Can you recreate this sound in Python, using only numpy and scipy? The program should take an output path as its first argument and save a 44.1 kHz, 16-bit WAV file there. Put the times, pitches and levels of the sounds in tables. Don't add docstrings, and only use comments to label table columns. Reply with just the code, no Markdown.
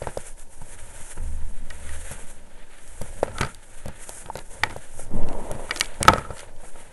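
import sys
import numpy as np
from scipy import signal
from scipy.fft import rfft, irfft, next_fast_len
from scipy.io import wavfile
from scipy.ndimage import map_coordinates

SR = 44100
rng = np.random.default_rng(int(sys.argv[2]) if len(sys.argv) > 2 else 0)


def unload_audio(sound):
    columns = np.transpose(np.atleast_2d(sound))
    steps = np.round(np.clip(columns, -1, 1) * 32767)
    wavfile.write(sys.argv[1], SR, steps.astype(np.int16))


N = 305172


def amp(db):
    return 10 ** (np.asarray(db) / 20)


def unit(x):
    return x / np.sqrt(np.mean(x ** 2) + 1e-20)


def curves(rows):
    s, *cols = np.transpose(rows)
    return [np.interp(np.arange(N) / SR, s, c) for c in cols]


def wobble(rate):
    knots = rng.standard_normal(int(N * rate / SR) + 4)
    return map_coordinates(knots, [np.arange(N) * rate / SR])


def during(rows, fade):
    t = np.arange(N) / SR
    fade_in = np.clip((t - rows[0][0]) / fade, 0, 1)
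    fade_out = np.clip((rows[-1][0] - t) / fade, 0, 1)
    return fade_in * fade_out


def filtered(x, response):
    m = next_fast_len(N + SR // 2)
    return irfft(rfft(x, m) * response(np.fft.rfftfreq(m, 1 / SR)), m)[..., :N]


def coloured(x, points):
    f, db = np.transpose(points)
    return unit(filtered(x, lambda hz: amp(np.interp(np.log(hz + 1), np.log(f + 1), db))))


def resonant(x, hz, q):
    return unit(signal.lfilter(*signal.iirpeak(hz, q, SR), x))


def edge(hz):
    return np.clip((11950 - hz) / 300, 0, 1)


def patter(rate, spread_db, share):
    chance, size = rng.random(N), rng.exponential(size=N)
    sign, smooth = rng.standard_normal(N), rng.standard_normal(N)
    grains = unit((chance < rate / SR) * amp(spread_db * size) * sign)
    share = np.clip(share, 0, 1)
    return np.sqrt(share) * grains + np.sqrt(1 - share) * smooth


def place(s, t):
    start = round((s + 0.001137) * SR)
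    return slice(start, start + len(t))


def ringing(table, t, hz, reach_db, t60):
    scatter_db = rng.normal(0, 1.5, len(table))
    total = 0
    for (f, db, decay), extra in zip(table, scatter_db):
        distance_octaves = abs(np.log2(f / hz))
        level_db = db + extra - reach_db * distance_octaves - 60 * t / (t60 * decay)
        total = total + amp(level_db) * np.sin(2 * np.pi * f * t)
    return total


def burst(t, length):
    u = t * np.log(1000) / length * 1.18
    return u * np.exp(1 - u)


def shake():
    # time in seconds, rocking, boom and wall rumble levels in dB.
    shake_levels = [(0, -40, -53, -56), (.1, -32, -52, -69), (.4, -34, -57.5, -69), (1, -34, -50, -61),
                    (1.15, -33, -62, -71), (1.6, -34.5, -58, -56), (2.3, -34, -63, -60),
                    (2.42, -36, -58, -57), (2.77, -44.5, -66.5, -68), (3.05, -24, -43, -72),
                    (3.2, -33.5, -46, -52), (3.38, -26, -47, -48.5), (3.64, -50, -59, -68),
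                    (3.81, -26.5, -56, -63), (4.1, -36.5, -59.5, -61.5), (4.35, -37.5, -57, -56),
                    (4.5, -30, -61, -63), (4.66, -34, -37, -45), (4.9, -33.5, -64, -68),
                    (5.0, -27, -46, -51), (5.8, -39, -68, -60), (6.03, -25.5, -52.5, -53),
                    (6.1, -43, -55, -30.5), (6.3, -35, -43.5, -55), (6.37, -45, -58, -65.5),
                    (6.61, -27, -56.5, -65.5), (6.92, -34, -60, -62)]
    # start in seconds, nominal seconds to fall 10 dB,
    # then what it adds to rocking, boom and wall rumble in dB.
    shoves = [(1.17, 0.75, -19, -55, -44.5), (5.1, 0.28, -12, -40, -29)]
    settles = [1.12, 0.81, 4.3]
    # frequency in Hz, density in dB per Hz.
    rocking_spectrum = [(2, -11), (5, -4.5), (12, -4.5), (20, -11), (30, -17), (42, -31.5), (70, -120)]
    boom_spectrum = [(20, -120), (38, -21), (55, 7.5), (76, 2), (105, 5), (130, -19), (180, -120)]
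    rumble_spectrum = [(80, -120), (115, -5), (170, 1.5), (240, -0.5), (340, -13.5), (500, -120)]
    shove_rise_s = 0.041

    level = amp(curves(shake_levels))
    for s, fall_s, *peak_db in shoves:
        since = np.clip(np.arange(N) / SR - s, 0, None)
        rise = np.clip(since / shove_rise_s, 0, 1)
        fall = amp(-10 * np.outer(settles, since) / fall_s)
        level = level + amp(peak_db)[:, None] * rise * fall

    rocking = level[0] * coloured(rng.standard_normal(N), rocking_spectrum)
    rocking = filtered(rocking, lambda f: 1 / (1 + (f / 30) ** 6))
    boom = level[1] * amp(1.8 * wobble(9)) * coloured(rng.standard_normal(N), boom_spectrum)
    rumble_grains = patter(67, 0.91, share=0.31)
    rumble = level[2] * amp(2.9 * wobble(24)) * coloured(rumble_grains, rumble_spectrum)
    return rocking + boom + rumble


def powder():
    # time in seconds, heap level in dB, crumbs level in dB.
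    heaping = [(0, -50, -53), (.1, -53, -52), (.29, -54, -55), (.44, -56.5, -57.5), (.96, -52, -51),
               (1.25, -54.5, -58.5), (1.55, -56.5, -55), (1.75, -51.5, -52), (1.89, -50.5, -48.5),
               (2.04, -52, -50), (2.17, -48.5, -47.5), (2.35, -56, -57), (2.81, -58.5, -57),
               (3.35, -47, -52.5), (3.51, -62, -56), (3.72, -56, -56.5), (3.97, -56, -52.5),
               (4.22, -52.5, -53.5), (4.37, -63, -60), (4.57, -47.5, -51.5), (4.7, -55, -52),
               (5.0, -56, -55.5), (5.2, -39.5, -59), (5.34, -38.5, -57.5), (5.65, -43, -52),
               (5.8, -51.5, -49.5), (5.9, -46.5, -44), (6.05, -52, -63), (6.23, -47, -45),
               (6.3, -41.5, -51), (6.4, -51, -49.5), (6.47, -52.5, -59), (6.92, -54.5, -55.5)]
    # time in seconds, level in dB.
    dustfall = [(0, -48), (.3, -46.5), (.55, -46.5), (.66, -46), (.8, -49), (1.06, -46), (1.27, -53),
                (1.52, -52), (1.7, -51.5), (1.9, -47.5), (2.15, -45), (2.32, -49), (2.62, -70),
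                (2.87, -51.5), (3.13, -50), (3.4, -46.5), (3.5, -53.5), (3.8, -52.5), (3.89, -65),
                (4.02, -46.5), (4.18, -42), (4.35, -46), (4.54, -45), (4.7, -51.5), (4.9, -52.5),
                (5.01, -42), (5.17, -54), (5.5, -54.5), (5.72, -49), (5.86, -37), (6.02, -53.5),
                (6.2, -39.5), (6.38, -44), (6.48, -65), (6.69, -50), (6.92, -60)]
    # centre in seconds, depth in dB, half width in seconds (to 1/e of the depth).
    lulls = [(.24, 6, 0.027), (0.359, 15, 0.024), (.47, 16, 0.043), (.63, 7.5, 0.059), (.77, 9, 0.02),
             (1.41, 12, 0.035), (1.61, 8, 0.055), (2.26, 7, 0.013), (2.43, 12, 0.071), (2.56, 0, 0.013),
             (2.78, 1.5, 0.043), (3.31, 7, 0.043), (3.59, 13, 0.039), (3.73, 4, 0.02), (4.28, 11.5, 0.07),
             (4.42, 11, 0.082), (4.62, 4, 0.01), (5.1, 19, 0.044), (5.23, 13, .03), (5.91, 15, 0.071),
             (6.272, 15.5, 0.093), (6.541, 22, 0.038), (6.75, 5, .03)]
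    # frequency in Hz, density in dB per Hz.
    heap_spectrum = [(220, -120), (320, -14), (440, -5.5), (570, 0), (760, -10.5), (920, -4.5), (1150, -19),
                     (1700, -32.5), (2600, -120)]
    crumbs_spectrum = [(800, -120), (1150, -4), (1600, 1.5), (2100, -2.5), (2800, -6.5), (3400, -7.5),
                       (4700, -17), (7000, -120)]
    dust_spectrum = [(2500, -120), (4600, -24.5), (6200, -11), (7800, -7.5), (9400, -3), (10800, -6.5),
                     (11650, -16), (12100, -79)]
    crumbs_follow, heap_follows = 0.41, 0.16

    heap_db, crumbs_db = curves(heaping)
    dust_db, = curves(dustfall)
    flurry = wobble(15) + 1.09 * wobble(55)
    t = np.arange(N) / SR
    lull_db = sum(db * np.exp(-((t - s) / half) ** 2) for s, db, half in lulls)

    heap_level = amp(heap_db - heap_follows * lull_db + 0.82 * flurry)
    heap = heap_level * coloured(patter(300, 3.1, share=0.32), heap_spectrum)
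    crumbs_level = amp(crumbs_db - crumbs_follow * lull_db + 1.8 * flurry)
    crumbs = crumbs_level * coloured(patter(900, 2.2, share=0.15), crumbs_spectrum)
    dust_level = amp(dust_db - lull_db + 1.6 * flurry)
    dust = dust_level * coloured(patter(3400, 0.89, share=0.38), dust_spectrum)
    return heap + crumbs + dust


def room_tone():
    # frequency in Hz, density in dB per Hz.
    still_spectrum = [(18, -29), (30, -2.5), (45, -20), (65, -24), (131, -18), (345, -13), (554, -27.5),
                      (890, -16), (1090, -44), (1620, -46.5), (4610, -33.5), (9500, -26), (11600, -33),
                      (15100, -74.5), (22000, -120)]
    still_db = -57.5
    return amp(still_db) * filtered(coloured(rng.standard_normal(N), still_spectrum), edge)


def lumps():
    # time in seconds, blow level in dB, favoured ring pitch in Hz,
    # thud and debris in dB relative to the blow, ring t60 in seconds, narrowness in dB lost per octave.
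    blows = [(0.018, -18, 525, -15.5, -23.5, 0.028, 35), (0.041, -32, 1800, -28, -25, 0.042, 26),
             (0.07, -14, 840, -16.5, -25, 0.0194, 15), (0.171, -17.5, 556, -19, -26, 0.025, 22.5),
             (0.615, -34.5, 885, -5, -24, 0.029, 14), (1.004, -39, 880, -7, -32, .028, 18),
             (1.171, -38.5, 620, -2, -5, 0.017, 18.5), (1.705, -31, 1890, -24, -28, 0.069, 21),
             (1.891, -28.5, 1770, -32, -27, 0.037, 29), (2.111, -30, 606, -6.5, -28.5, 0.024, 14),
             (3.013, -22.5, 502, -8.5, -20.5, 0.031, 12), (3.229, -5, 540, -29, -29, 0.021, 24),
             (3.278, -29, 560, -23, -12.5, 0.029, 20.5), (3.36, -33.5, 818, -16, -9, .028, 20),
             (3.384, -22.5, 1330, -23, -22, .04, 15), (3.408, -13, 1490, -9, -13.5, 0.029, 27),
             (3.428, -31, 1400, -26, -31, 0.038, 7), (3.431, -13, 1540, -13, -32, 0.028, 15),
             (3.447, -25, 1330, -11, -41.5, .035, 10), (3.472, -35, 1320, -7.5, -36, 0.037, 17),
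             (3.857, -25.5, 560, -5.5, -30, 0.033, 24), (3.882, -30, 526, -2, -11, 0.024, 28),
             (4.092, -27, 690, -27, -18, 0.014, 9.5), (4.258, -28.5, 950, -13, -19, 0.022, 19),
             (4.286, -34, 584, -15, -28, .021, 16), (4.299, -22, 870.5, -27, -45.5, .033, 38),
             (4.354, -20.5, 526, -13.5, -19.5, 0.025, 10), (4.379, -34, 480, -32, -15, 0.059, 7),
             (4.634, -2.5, 1900, -36, -31, .022, 19.5), (4.635, -13, 880, -38, -40, 0.0245, 36),
             (4.698, -33.5, 550, -18, -5, 0.015, 16), (4.762, -21, 640, -13.5, -38, 0.02, 18),
             (4.993, -30, 530, -24, -12, 0.021, 18), (5.235, -25, 533, -9, -27, 0.017, 10),
             (5.278, -33, 834, -3, -6, 0.017, 18), (5.507, -25.5, 498, -27.5, -22, 0.035, 10.5),
             (5.512, -21, 520, -9, -30, 0.02, 30), (5.55, -33, 608, -0.5, -33, 0.032, 8),
             (5.693, -27, 1300, -18, -30, 0.023, 15), (5.708, -8.5, 2020, -48, -26.5, 0.04, 19.5),
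             (5.76, -25.5, 1350, -20, -12, 0.022, 14.5), (5.808, -9.5, 2300, -31, -27.5, 0.047, 18.5),
             (6.004, -27, 860, -25.5, -7.5, 0.025, 11), (6.009, -21, 460, -3, -36.5, 0.039, 14.5),
             (6.02, -17, 496, -19, -42, .02, 10.5), (6.028, -12, 2240, -30, -45.5, 0.019, 19),
             (6.051, -19, 1310, -6.5, -18, 0.0204, 16), (6.08, 11, 1200, -25.5, -31.5, 0.038, 16),
             (6.099, -5.5, 834, -15, -54.5, 0.037, 27), (6.119, -22.5, 1260, -5, -22, 0.048, 18),
             (6.133, -16.5, 1220, -16.5, -20, 0.048, 12), (6.133, -11.5, 536, -20, -30, 0.024, 13),
             (6.158, -14.5, 545, -25, -23.5, 0.02, 21), (6.174, -23.5, 1320, -25, -25, .035, 18.5),
             (6.181, -18.5, 1290, -8.5, -22.5, 0.022, 27), (6.304, -23.5, 590, -12.5, -25, .022, 9.5),
             (6.367, -33, 1400, -43, -18.5, .024, 19.5), (6.634, -37, 665, -12.5, -10.5, 0.044, 23),
             (6.756, -34.5, 826, -34, -15, 0.021, 13)]
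    # frequency in Hz, strength in dB, decay relative to the blow's t60.
    wall_modes = [(551, 8.5, 0.6), (716, 0.5, .8), (881, 2, 0.71), (1110, -11, 1), (1290, 3, 0.71),
                  (1496, -2.5, 0.68), (1898, 4.5, 0.38), (2255, -5.5, 0.93), (2840, 3.5, 0.31),
                  (3420, -3.5, 0.63), (4734, 13.5, 0.34)]
    # frequency in Hz, strength in dB, decay relative to the thud's t60.
    floor_modes = [(74.5, -0.95, 1.6), (104, -0.41, 1.73), (132, 1, 1.75), (203, 1, 1.18), (305, -2, 0.69)]
    # frequency in Hz, density in dB per Hz.
    debris_spectrum = [(150, -120), (300, 5.5), (570, 4.5), (760, -1), (920, 6.5), (1100, -10), (1350, 2.5),
                       (2100, -5), (3000, -14.5), (4500, -23), (9000, -29), (11650, -49), (12100, -89)]
    chatter_db, chatter_sinks = -27, .3
    rise_cycles = 0.47

    t = np.arange(SR // 3) / SR
    ring, debris = np.zeros((2, N + SR))
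    for s, db, hz, thud_db, debris_db, t60, narrow_db in blows:
        wall = -ringing(wall_modes, t, hz, narrow_db, t60)
        wall = wall * (1 - np.exp(-t * hz / rise_cycles))
        floor = -ringing(floor_modes, t, 150, 2.3, 0.069)
        floor = floor * (1 - np.exp(-t / 0.00077))
        chatter_level = amp(chatter_db - chatter_sinks * (db + 16) - 60 * t / 0.18)
        chatter = chatter_level * resonant(rng.standard_normal(len(t)), hz, q=21)
        chatter = chatter * (1 - np.exp(-t / 0.0019))
        ring[place(s, t)] += amp(db) * (wall + amp(thud_db) * floor + chatter)
        debris[place(s, t)] += amp(db + debris_db - 60 * t / 0.21) * (1 - np.exp(-t / 0.0006))

    clumps = amp(3 * wobble(110))
    shed = debris[:N] * clumps * coloured(patter(500, 1.7, share=0.32), debris_spectrum)
    return filtered(ring[:N] + shed, edge)


def cracks():
    # time in seconds, level in dB, centre in Hz.
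    ticks = [(0.023, -40, 2070), (0.0717, -41, 2130), (0.175, -31, 7400), (0.396, -35.5, 9750),
             (1.7023, -30, 2020), (1.8914, -41, 2030), (2.114, -29, 9640), (2.877, -42, 9370),
             (3.017, -28, 8600), (3.231, -29.5, 7200), (3.271, -47, 2160), (3.2934, -56, 2170),
             (3.3164, -49, 2010), (3.3829, -26.5, 2450), (3.4109, -16.5, 2690), (3.415, -22, 2320),
             (3.432, -30, 2290), (3.449, -34, 2130), (3.4634, -38, 2440), (3.5462, -32.5, 6040),
             (3.858, -33, 9010), (3.8817, -33, 7050), (4.0926, -26.5, 7400), (4.2597, -42, 2070),
             (4.354, -35, 3830), (4.371, -30.5, 7680), (4.378, -43, 2000), (4.3897, -31, 2800),
             (4.6362, -16, 1930), (4.6974, -38, 2000), (4.7077, -35, 2040), (4.766, -35, 9870),
             (4.996, -47, 9120), (5.231, -41, 2010), (5.2866, -36.5, 2700), (5.329, -39.5, 2170),
             (5.5145, -26.5, 8800), (5.7095, -18, 1990), (5.7609, -24.5, 3280), (5.769, -36, 7000),
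             (5.773, -26, 3600), (5.7987, -18, 8560), (5.8089, -6, 2260), (5.8353, -34, 2740),
             (5.8444, -35, 2780), (5.8574, -32, 2360), (5.9424, -43, 2800), (6.0184, -40, 2270),
             (6.0293, -5.5, 8900), (6.0506, -29, 2000), (6.0762, -29.5, 5000), (6.0827, -8, 2010),
             (6.0845, -12, 3510), (6.135, -20.5, 2050), (6.182, -34.5, 2010), (6.3684, -42, 2190),
             (6.3807, -38, 2640), (6.3925, -33, 2290), (6.405, -32, 9260)]
    faint_db, faint_hz, faint_octaves = -58.5, 2060, 2.3
    crack_length_s, crack_shortens = 0.0074, 0.4
    hard_shortens = 0.13

    t = np.arange(SR // 20) / SR
    body = np.zeros(N + SR)
    faint = [(u * N / SR, faint_db + 6 * v, faint_hz * 2 ** (faint_octaves * w))
             for u, v, w in rng.random(size=(24, 3))]
    for s, db, hz in ticks + faint:
        length = crack_length_s * (2000 / hz) ** crack_shortens * amp(-hard_shortens * (db + 31))
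        noise = resonant(rng.standard_normal(len(t)), min(hz, 11000), q=1.0)
        body[place(s - .001, t)] += amp(db) * burst(t, length) * noise
    return filtered(body[:N], lambda f: edge(f) / (1 + (1500 / (f + 1)) ** 4))


def hum():
    # time in seconds, level in dB.
    hum_levels = [(1.12, -62), (1.168, -42), (1.276, -34), (1.464, -38), (1.58, -54.5), (1.926, -38),
                  (2.192, -54), (2.402, -57), (2.438, -74.5), (2.5, -57)]
    hum_hz = 73.2
    db, = curves(hum_levels)
    phase = 2 * np.pi * np.cumsum(hum_hz + 1.78 * wobble(21)) / SR
    level = during(hum_levels, 0.076) * amp(db + 1.2 * wobble(12.7))
    return np.sqrt(2) * level * np.sin(phase)


def rattle():
    # start in seconds, length in seconds, level in dB, pitch in Hz.
    rattles = [(3.345, .17, -40.5, 1356), (6.095, 0.13, -36, 1310), (6.22, 0.11, -42, 1304)]
    t, out = np.arange(N) / SR, 0
    for s, length, db, hz in rattles:
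        swell = np.sin(np.pi * np.clip((t - s) / length, 0, 1)) ** .6
        level = amp(db + 2.05 * wobble(45)) * np.abs(swell)
        grains = patter(150, 2.12, share=0.97)
        out = out + level * resonant(resonant(grains, hz, q=15), hz, q=4.9)
    return out


def low_rush():
    # time in seconds, level in dB.
    rush_levels = [(5.04, -59), (5.15, -36), (5.3, -40), (5.68, -47)]
    # frequency in Hz, density in dB per Hz.
    rush_spectrum = [(120, -20), (200, 1), (355, -2), (547, -6.5), (747, -7), (949, -14), (1610, -29),
                     (1920, -24), (3500, -43), (4550, -64.5), (7700, -120)]
    db, = curves(rush_levels)
    level = during(rush_levels, 0.059) * amp(db + 2.4 * wobble(35))
    return level * coloured(patter(400, 1.3, share=0.49), rush_spectrum)


def hiss_bursts():
    # time in seconds, level in dB ahead of the cut.
    bursts = [(5.8082, -27.5), (6.029, -30), (6.0826, -33)]
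    t = np.arange(SR // 20) / SR
    top = np.zeros(N + SR)
    for s, db in bursts:
        top[place(s, t)] += amp(db) * burst(t, 0.0046) * rng.standard_normal(len(t))
    return filtered(top[:N], lambda f: 1 - edge(f))


def scene():
    tub = shake() + powder() + room_tone()
    events = lumps() + cracks() + hum() + rattle() + low_rush() + hiss_bursts()
    return np.tile(tub + events, (2, 1))


def record(dry):
    top_hz = 16400
    clipped = dry / (1 + np.abs(dry / 0.9) ** 8) ** (1 / 8)
    return filtered(clipped, lambda hz: np.clip((top_hz - hz) / 250, 0, 1))


dry = scene()
out = record(dry)
unload_audio(out)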